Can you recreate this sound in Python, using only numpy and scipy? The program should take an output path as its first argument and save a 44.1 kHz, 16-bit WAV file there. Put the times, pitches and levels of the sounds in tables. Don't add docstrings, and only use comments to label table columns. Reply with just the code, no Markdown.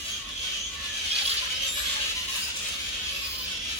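import sys
import numpy as np
from scipy import signal
from scipy.fft import rfft, irfft, next_fast_len
from scipy.io import wavfile

SR = 44100
rng = np.random.default_rng(int(sys.argv[2]) if len(sys.argv) > 2 else 0)


def store_pcm(level_fs):
    pcm = np.round(np.clip(level_fs, -1, 1) * 32767).astype(np.int16)
    wavfile.write(sys.argv[1], SR, np.atleast_2d(pcm).T)


N = 167139

NEAR_WET_DB, MID_WET_DB = -12, 3.5
RIGHT_SIDE_S = -.00027
WAVER_HZ = 332.3


def undb(db):
    return 10 ** (np.asarray(db) / 20)


def unit(x):
    return x / np.sqrt(np.mean(x ** 2) + 1e-18)


def colour(x, points):
    hz, db = np.array(points, float).T
    n = x.shape[-1]
    size = next_fast_len(n + 256)
    f = np.arange(size // 2 + 1) * SR / size
    gain = undb(np.interp(np.log(f + 1), np.log(hz), db))
    return irfft(rfft(x, size) * gain, size)[..., :n]


def wobble(n, hz):
    at = np.arange(n) * hz / SR
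    knots = np.random.default_rng(rng.integers(2 ** 31)).standard_normal(int(at[-1]) + 2)
    return np.sqrt(1.5) * np.interp(at, np.arange(len(knots)), knots)


def gesture(length, hz, end_hz, attack_s=.0081, release_s=.025):
    t = np.arange(int(max(length, .01) * SR)) / SR
    progress = t / t[-1]
    shape = np.clip(t / attack_s, 0, 1) * np.clip((t[-1] - t) / release_s, 0, 1)
    arch = 1 + .01905 * (np.sin(np.pi * progress) - 2 / np.pi)
    return (hz + (end_hz - hz) * progress) * arch, unit(shape)


def whistle(hz, partials_db, jitter, flutter_db, flutter_hz):
    n = len(hz)
    phase = 2 * np.pi * np.cumsum(hz * (1 + jitter * wobble(n, hz=1309.5))) / SR
    tone = sum(undb(db) * np.sin((k + 1) * phase) for k, db in enumerate(partials_db))
    return unit(tone * undb(flutter_db * wobble(n, flutter_hz)))


def buzz(hz, rough):
    n = len(hz)
    unsteady = 1 + .0913 * rough * wobble(n, hz=600) + .00408 * wobble(n, hz=60.3)
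    cycles = np.cumsum(hz * unsteady) / SR
    offset = (cycles % 1 - .5) * SR / hz
    pulses = np.sinc(offset) * np.exp(-(offset / 6) ** 2)
    air = np.exp(-(cycles % 1) / .5) * wobble(n, SR)
    voice = unit(pulses - pulses.mean()) + 1.79 * rough * unit(air)
    return voice * undb(3.5 * rough * wobble(n, hz=176.5))


def throat_filter(x, points):
    hz, db = np.array(points, float).T
    size = 512
    f = np.arange(size // 2 + 1) * SR / size
    gain = undb(np.interp(np.log(f + 1), np.log(hz), db))
    cepstrum = irfft(np.log(gain))
    cepstrum[1:size // 2] *= 2
    cepstrum[size // 2 + 1:] = 0
    ring = irfft(np.exp(rfft(cepstrum)))
    return signal.fftconvolve(x, ring)[:len(x)]


def add(out, start, x, lead=0):
    for channel, at in zip(out, (start, start + lead)):
        i = int(round(at * SR))
        a, b = max(i, 0), min(i + len(x), N)
        if b > a:
            channel[a:b] += x[a - i:b - i]


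def trees(x, wet_db, fade_s=.46, dull_hz=5550):
    t = np.arange(SR // 2) / SR
    tail = rng.standard_normal((2, len(t))) ** 3 * np.exp(-np.log(1000) * t / fade_s)
    lowpass = signal.butter(1, dull_hz, fs=SR, output="sos")
    tail = signal.sosfilt(lowpass, unit(tail)) / np.sqrt(len(t))
    echo = signal.fftconvolve(x, tail, axes=1)[:, :N]
    return (x + undb(wet_db) * echo) / np.hypot(1, undb(wet_db))


def rumble(alike_below_hz=473):
    # f/Hz, relative level/dB
    spectrum = [(20, -36), (30, -27), (40, -2.5), (55, 1.5), (80, 1), (110, -13.5), (200, -10.5),
                (350, -15.5), (570, -21), (800, -27), (2000, -20), (16000, -47)]
    # t/s, level/dB
    loudness = [(0, -47), (1.45, -48), (1.6, -45.5), (2.4, -47), (3.2, -46.5), (3.79, -45)]
    mid, side = rng.standard_normal((2, N))
    side = signal.sosfilt(signal.butter(1, alike_below_hz, "high", fs=SR, output="sos"), side)
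    noise = unit(colour(np.array([mid + side, mid - side]), spectrum))
    return noise * undb(np.interp(np.arange(N) / SR, *np.array(loudness).T))


def colony(calls_per_s=70, call_s=.07, call_hz=620.1):
    # f/Hz, relative level/dB
    throat = [(100, -31), (400, -25.5), (570, -16), (700, -26.5), (880, -24.5), (1100, -16), (1400, -16),
              (2150, -11), (2450, -5.5), (3250, -3.5), (4000, -8), (5500, -13), (6700, -12), (7500, -14),
              (9300, -22), (10800, -25), (13500, -28), (16000, -29)]
    # t/s, level/dB
    loudness = [(0, -31), (.15, -35.5), (.22, -38.5), (.5, -34), (.75, -36.5), (1.0, -33), (1.2, -27),
                (1.45, -31), (1.7, -32), (2.0, -28), (2.199, -29.5), (2.5, -31.5), (2.85, -33), (3.05, -33),
                (3.4, -34), (3.79, -31.5)]
    out = np.zeros((2, N))
    for k in range(int(calls_per_s * (N / SR + call_s))):
        long, high, glide, loud, rough = rng.standard_normal(5).clip(-2, 2)
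        when, place = rng.random(2)
        hz = call_hz * np.exp(.3 * high)
        pitch, shape = gesture(call_s * np.exp(.5 * long), hz, hz * np.exp(.08 * glide))
        voice = unit(buzz(pitch, min(.26 * np.exp(.45 * rough), 1)))
        lead = .0003 + .00025 * (2 * place - 1)
        add(out, (k + when) / calls_per_s - call_s, undb(3 * loud) * shape * voice, lead)
    din = unit(colour(trees(out, wet_db=0), throat))
    return din * undb(np.interp(np.arange(N) / SR, *np.array(loudness).T))


def hoots():
    # start/s, length/s, pitch/Hz, end pitch/Hz, level/dB, lead on the left/s
    calls = [(0.182, 0.082, 1138, 1088, -46.5, 0.0017), (0.26, 0.06, 1118, 1087, -48, 0.0048),
             (0.689, 0.19, 1137, 1088, -49, 0.0019), (0.755, 0.12, 1786, 1715, -48, -0.0018),
             (0.846, 0.18, 1708, 1735, -47, -0.0023), (1.21, 0.039, 802, 850, -52.5, -.0002),
             (1.26, 0.101, 1087, 1182, -50.5, 0.00015), (1.416, 0.045, 1060, 925, -46.5, -.0002),
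             (1.764, 0.12, 1054, 1155, -51, 0.0047), (1.95, 0.051, 880, 835, -50, 0.0039),
             (2.269, 0.12, 1077, 1109, -48, 0.0067), (2.329, 0.234, 1556, 1558, -51.5, -.0002),
             (2.367, 0.047, 984, 920, -50, -0.006), (2.482, 0.035, 970, 916, -47.5, -0.0031),
             (2.73, 0.055, 1176, 1105, -53, -0.0018), (3.108, 0.2, 1120, 1102, -52.5, -.0002),
             (3.325, 0.11, 1075, 1006, -48.5, -0.0033)]
    out = np.zeros((2, N))
    for start, length, hz, end_hz, db, lead in calls:
        pitch, shape = gesture(length, hz, end_hz)
        voice = whistle(pitch, partials_db=[0, -31], jitter=.041, flutter_db=3, flutter_hz=68)
        add(out, start, undb(db) * shape * voice, lead)
    return trees(out, wet_db=-2)


def rustles():
    # start/s, length/s, level/dB
    swishes = [(-.03, 0.23, -47), (1.194, 0.2, -38), (1.614, 0.23, -43), (1.985, 0.52, -50),
               (2.272, 0.17, -41), (2.344, 0.17, -40), (2.547, 0.36, -50), (3.2, 0.18, -48),
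               (3.738, 0.1, -45)]
    # f/Hz, relative level/dB
    spectrum = [(2000, -40), (6500, 5.5), (9500, 4.5), (11000, 0.5), (12500, -1), (15500, 0)]
    out = np.zeros((2, N))
    for start, length, db in swishes:
        n = int(length * SR)
        grains = colour(wobble(n, SR) * undb(2.5 * wobble(n, hz=358)), spectrum)
        swell = np.sin(np.pi * np.arange(n) / n)
        add(out, start, undb(db) * unit(grains * swell), RIGHT_SIDE_S)
    return out


def harsh_calls(calls, throat):
    out = np.zeros((2, N))
    for start, length, hz, end_hz, db, rough in calls:
        pitch, shape = gesture(length, hz, end_hz)
        voice = unit(throat_filter(buzz(pitch, rough), throat))
        add(out, start, undb(db) * shape * voice, RIGHT_SIDE_S)
    return trees(out, MID_WET_DB)


def grumbles():
    # start/s, length/s, pitch/Hz, end pitch/Hz, level/dB, roughness/0-1
    calls = [(1.1, 0.15, 436, 440, -45.5, 0.94), (1.28, 0.069, 436, 461, -39, .6),
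             (1.41, 0.079, 474, 437, -39.5, 0.5), (1.76, 0.26, 397, 418, -41, .8)]
    # f/Hz, relative level/dB
    throat = [(150, -50), (700, -24), (1100, -8), (1650, 10), (2200, -4), (4000, -23), (12000, -50)]
    return harsh_calls(calls, throat)


def shrieks():
    # start/s, length/s, pitch/Hz, end pitch/Hz, level/dB, roughness/0-1
    calls = [(1.9, 0.092, 518, 484, -39, 0.7), (2.275, 0.11, 570, 607, -40, 0.77),
             (2.351, 0.18, 619, 598, -37, 0.73), (2.55, 0.063, 605, 630, -33.5, 0.87),
             (2.602, 0.061, 591, 622, -37, 0.59), (2.662, 0.053, 598, 575, -34.5, 0.95)]
    # f/Hz, relative level/dB
    throat = [(150, -40), (500, -32), (1500, -16), (2600, -16), (3800, -24), (4900, -5), (6000, -3),
              (7400, 0), (9300, -5), (10800, -21), (16000, -12)]
    return harsh_calls(calls, throat)


def rasps():
    # start/s, length/s, pitch/Hz, end pitch/Hz, level/dB, overtone against the note/dB
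    calls = [(.0, 0.2, 3280, 3243, -41.5, 6), (0.099, 0.07, 3270, 3210, -33.5, -6),
             (0.246, .04, 3280, 3230, -41, -22), (0.299, 0.06, 3236, 3250, -38, -12),
             (0.351, 0.15, 3320, 3100, -33, -9.5), (0.493, 0.14, 3126, 3047, -33.5, -6),
             (0.597, 0.097, 3255, 3210, -33, 0), (0.854, 0.22, 3255, 3070, -36.5, -4.5),
             (1.423, 0.17, 3140, 2930, -36, -24), (1.544, 0.037, 5300, 4980, -36, -26),
             (1.557, 0.014, 3200, 3230, -31, -20), (1.592, 0.066, 3123, 3148, -29, -17),
             (1.617, 0.081, 6100, 6170, -36, -7), (1.849, 0.079, 3320, 3640, -32.5, -27),
             (1.991, 0.073, 2696, 2804, -33.5, -23), (2.009, 0.037, 3180, 3170, -33.5, -30),
             (2.168, 0.1, 3095, 2980, -39, -9), (2.27, 0.24, 2950, 2700, -39, -9),
             (2.411, 0.062, 4910, 4900, -34, -22), (2.79, 0.116, 3520, 3330, -45, -23),
             (2.92, 0.21, 3250, 3170, -37, -30), (3.022, 0.13, 2760, 2680, -41.5, -28),
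             (3.141, 0.053, 2750, 2433, -34.5, -9), (3.222, 0.056, 2485, 2480, -35, 1),
             (3.045, .45, 4830, 4840, -42.5, -30), (3.323, 0.052, 3140, 3116, -39, -18),
             (3.453, 0.26, 3227, 3324, -37, -17), (3.463, 0.27, 2673, 2826, -39, -0.5)]
    out = np.zeros((2, N))
    for start, length, hz, end_hz, db, overtone_db in calls:
        pitch, shape = gesture(length, hz, end_hz)
        pitch = pitch * (1 + .03 * wobble(len(pitch), WAVER_HZ))
        voice = whistle(pitch, [0, overtone_db, -47], jitter=.04, flutter_db=1.5, flutter_hz=161.6)
        add(out, start, undb(db) * shape * voice, lead=.00033)
    return trees(out, MID_WET_DB)


def chitter(count=4, start_s=3.245, notes_per_s=18.8, level_db=-40):
    partials = [0, -14, -2]
    out = np.zeros((2, N))
    for k in range(count):
        pitch, shape = gesture(length=.06, hz=4880, end_hz=5210)
        voice = whistle(pitch, partials, jitter=.024, flutter_db=5, flutter_hz=589)
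        add(out, start_s + k / notes_per_s, undb(level_db) * shape * voice, RIGHT_SIDE_S)
    return trees(out, NEAR_WET_DB)


def torn_note(curve, octave_db):
    times, hz, db, rough, third_db = np.array(curve).T
    t = np.arange(times[0], times[-1], 1 / SR)
    torn = np.interp(t, times, rough)
    pitch = np.interp(t, times, hz) * (1 + .012 * torn * wobble(len(t), WAVER_HZ))
    partials = [0, octave_db, np.interp(t, times, third_db)]
    voice = whistle(pitch, partials, jitter=.055 * torn, flutter_db=2.5, flutter_hz=682)
    out = np.zeros((2, N))
    add(out, times[0], voice * undb(np.interp(t, times, db)), RIGHT_SIDE_S)
    return trees(out, NEAR_WET_DB)


def squeak():
    # t/s, pitch/Hz, level/dB, roughness, third partial against the first/dB
    curve = [(3.08, 3580, -58, 0, 0), (3.13, 3740, -47.5, 0.5, 2), (3.2, 4020, -49, 0.8, 5),
             (3.28, 4210, -41, 0.7, -4), (3.42, 4220, -44, 0.8, 0), (3.52, 4150, -62, .9, 0)]
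    return torn_note(curve, octave_db=-16)


def squeal():
    # t/s, pitch/Hz, level/dB, roughness, third partial against the first/dB
    curve = [(1.655, 3590, -44, 0.32, -18), (1.685, 3660, -28.5, 0.15, -9), (1.72, 3660, -33, 0.3, -7),
             (1.75, 3780, -36, 0.55, 0.5), (1.8, 3870, -32, 0.75, -5), (1.88, 3890, -37, 0.9, -4),
             (1.95, 3710, -34, 1.3, -12)]
    return torn_note(curve, octave_db=1.5)


def squabble():
    # start/s, length/s, pitch/Hz, end pitch/Hz, level/dB, roughness/0-1, high ring gain/dB
    syllables = [(1.06, 0.065, 515, 517, -33.5, 0.53, -14), (1.098, 0.048, 497, 563, -28.5, 0.28, -2),
                 (1.143, 0.053, 646, 666, -28.5, 1, 7), (1.194, 0.043, 651, 633, -30, 0.87, 5),
                 (1.251, 0.016, 643, 653, -26, 0.2, 3), (1.271, 0.017, 660, 660, -25, 0.17, -1),
                 (1.29, 0.0483, 650, 623, -27, 0.51, 5), (1.367, 0.032, 505, 500, -27, 0.06, 6)]
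    # f/Hz, relative level/dB
    throat = [(150, -53), (500, -35), (1500, -27), (2600, -21), (3230, 6), (3750, -10), (4450, -9),
              (5300, -6), (7500, -24), (9500, -20), (11000, -41), (16000, -27)]
    # f/Hz, relative level/dB
    high_ring = [(1000, -50), (3300, -22), (3950, -7), (4530, 0), (5200, -16), (8000, -40)]
    out = np.zeros((2, N))
    for start, length, hz, end_hz, db, rough, ring_db in syllables:
        pitch, shape = gesture(length, hz, end_hz, attack_s=.005, release_s=.005)
        folds = buzz(pitch, rough)
        voice = throat_filter(folds, throat) - undb(ring_db) * throat_filter(folds, high_ring)
        add(out, start, undb(db) * shape * unit(voice), lead=-.00029)
    return trees(out, wet_db=-7)


def scene():
    near = squabble() + squeal() + squeak() + chitter() + rustles()
    further = shrieks() + grumbles() + rasps() + hoots()
    return near + further + rumble() + colony()


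def record(dry, treble_hz=7200, early_s=.000184, top_hz=15800):
    size = next_fast_len(N + 256)
    left, right = rfft(dry, size)
    f = np.arange(len(left)) * SR / size
    shared = 1 - 1 / (1 + (f / treble_hz) ** 16)
    early_left = left * np.exp(2j * np.pi * f * early_s)
    right = np.sqrt(1 - shared) * right + np.sqrt(shared) * early_left
    both = irfft(np.array([left, right]), size)[:, :N]
    return signal.sosfilt(signal.ellip(10, .2, 80, top_hz, fs=SR, output="sos"), both)


dry = scene()
out = record(dry)
store_pcm(out)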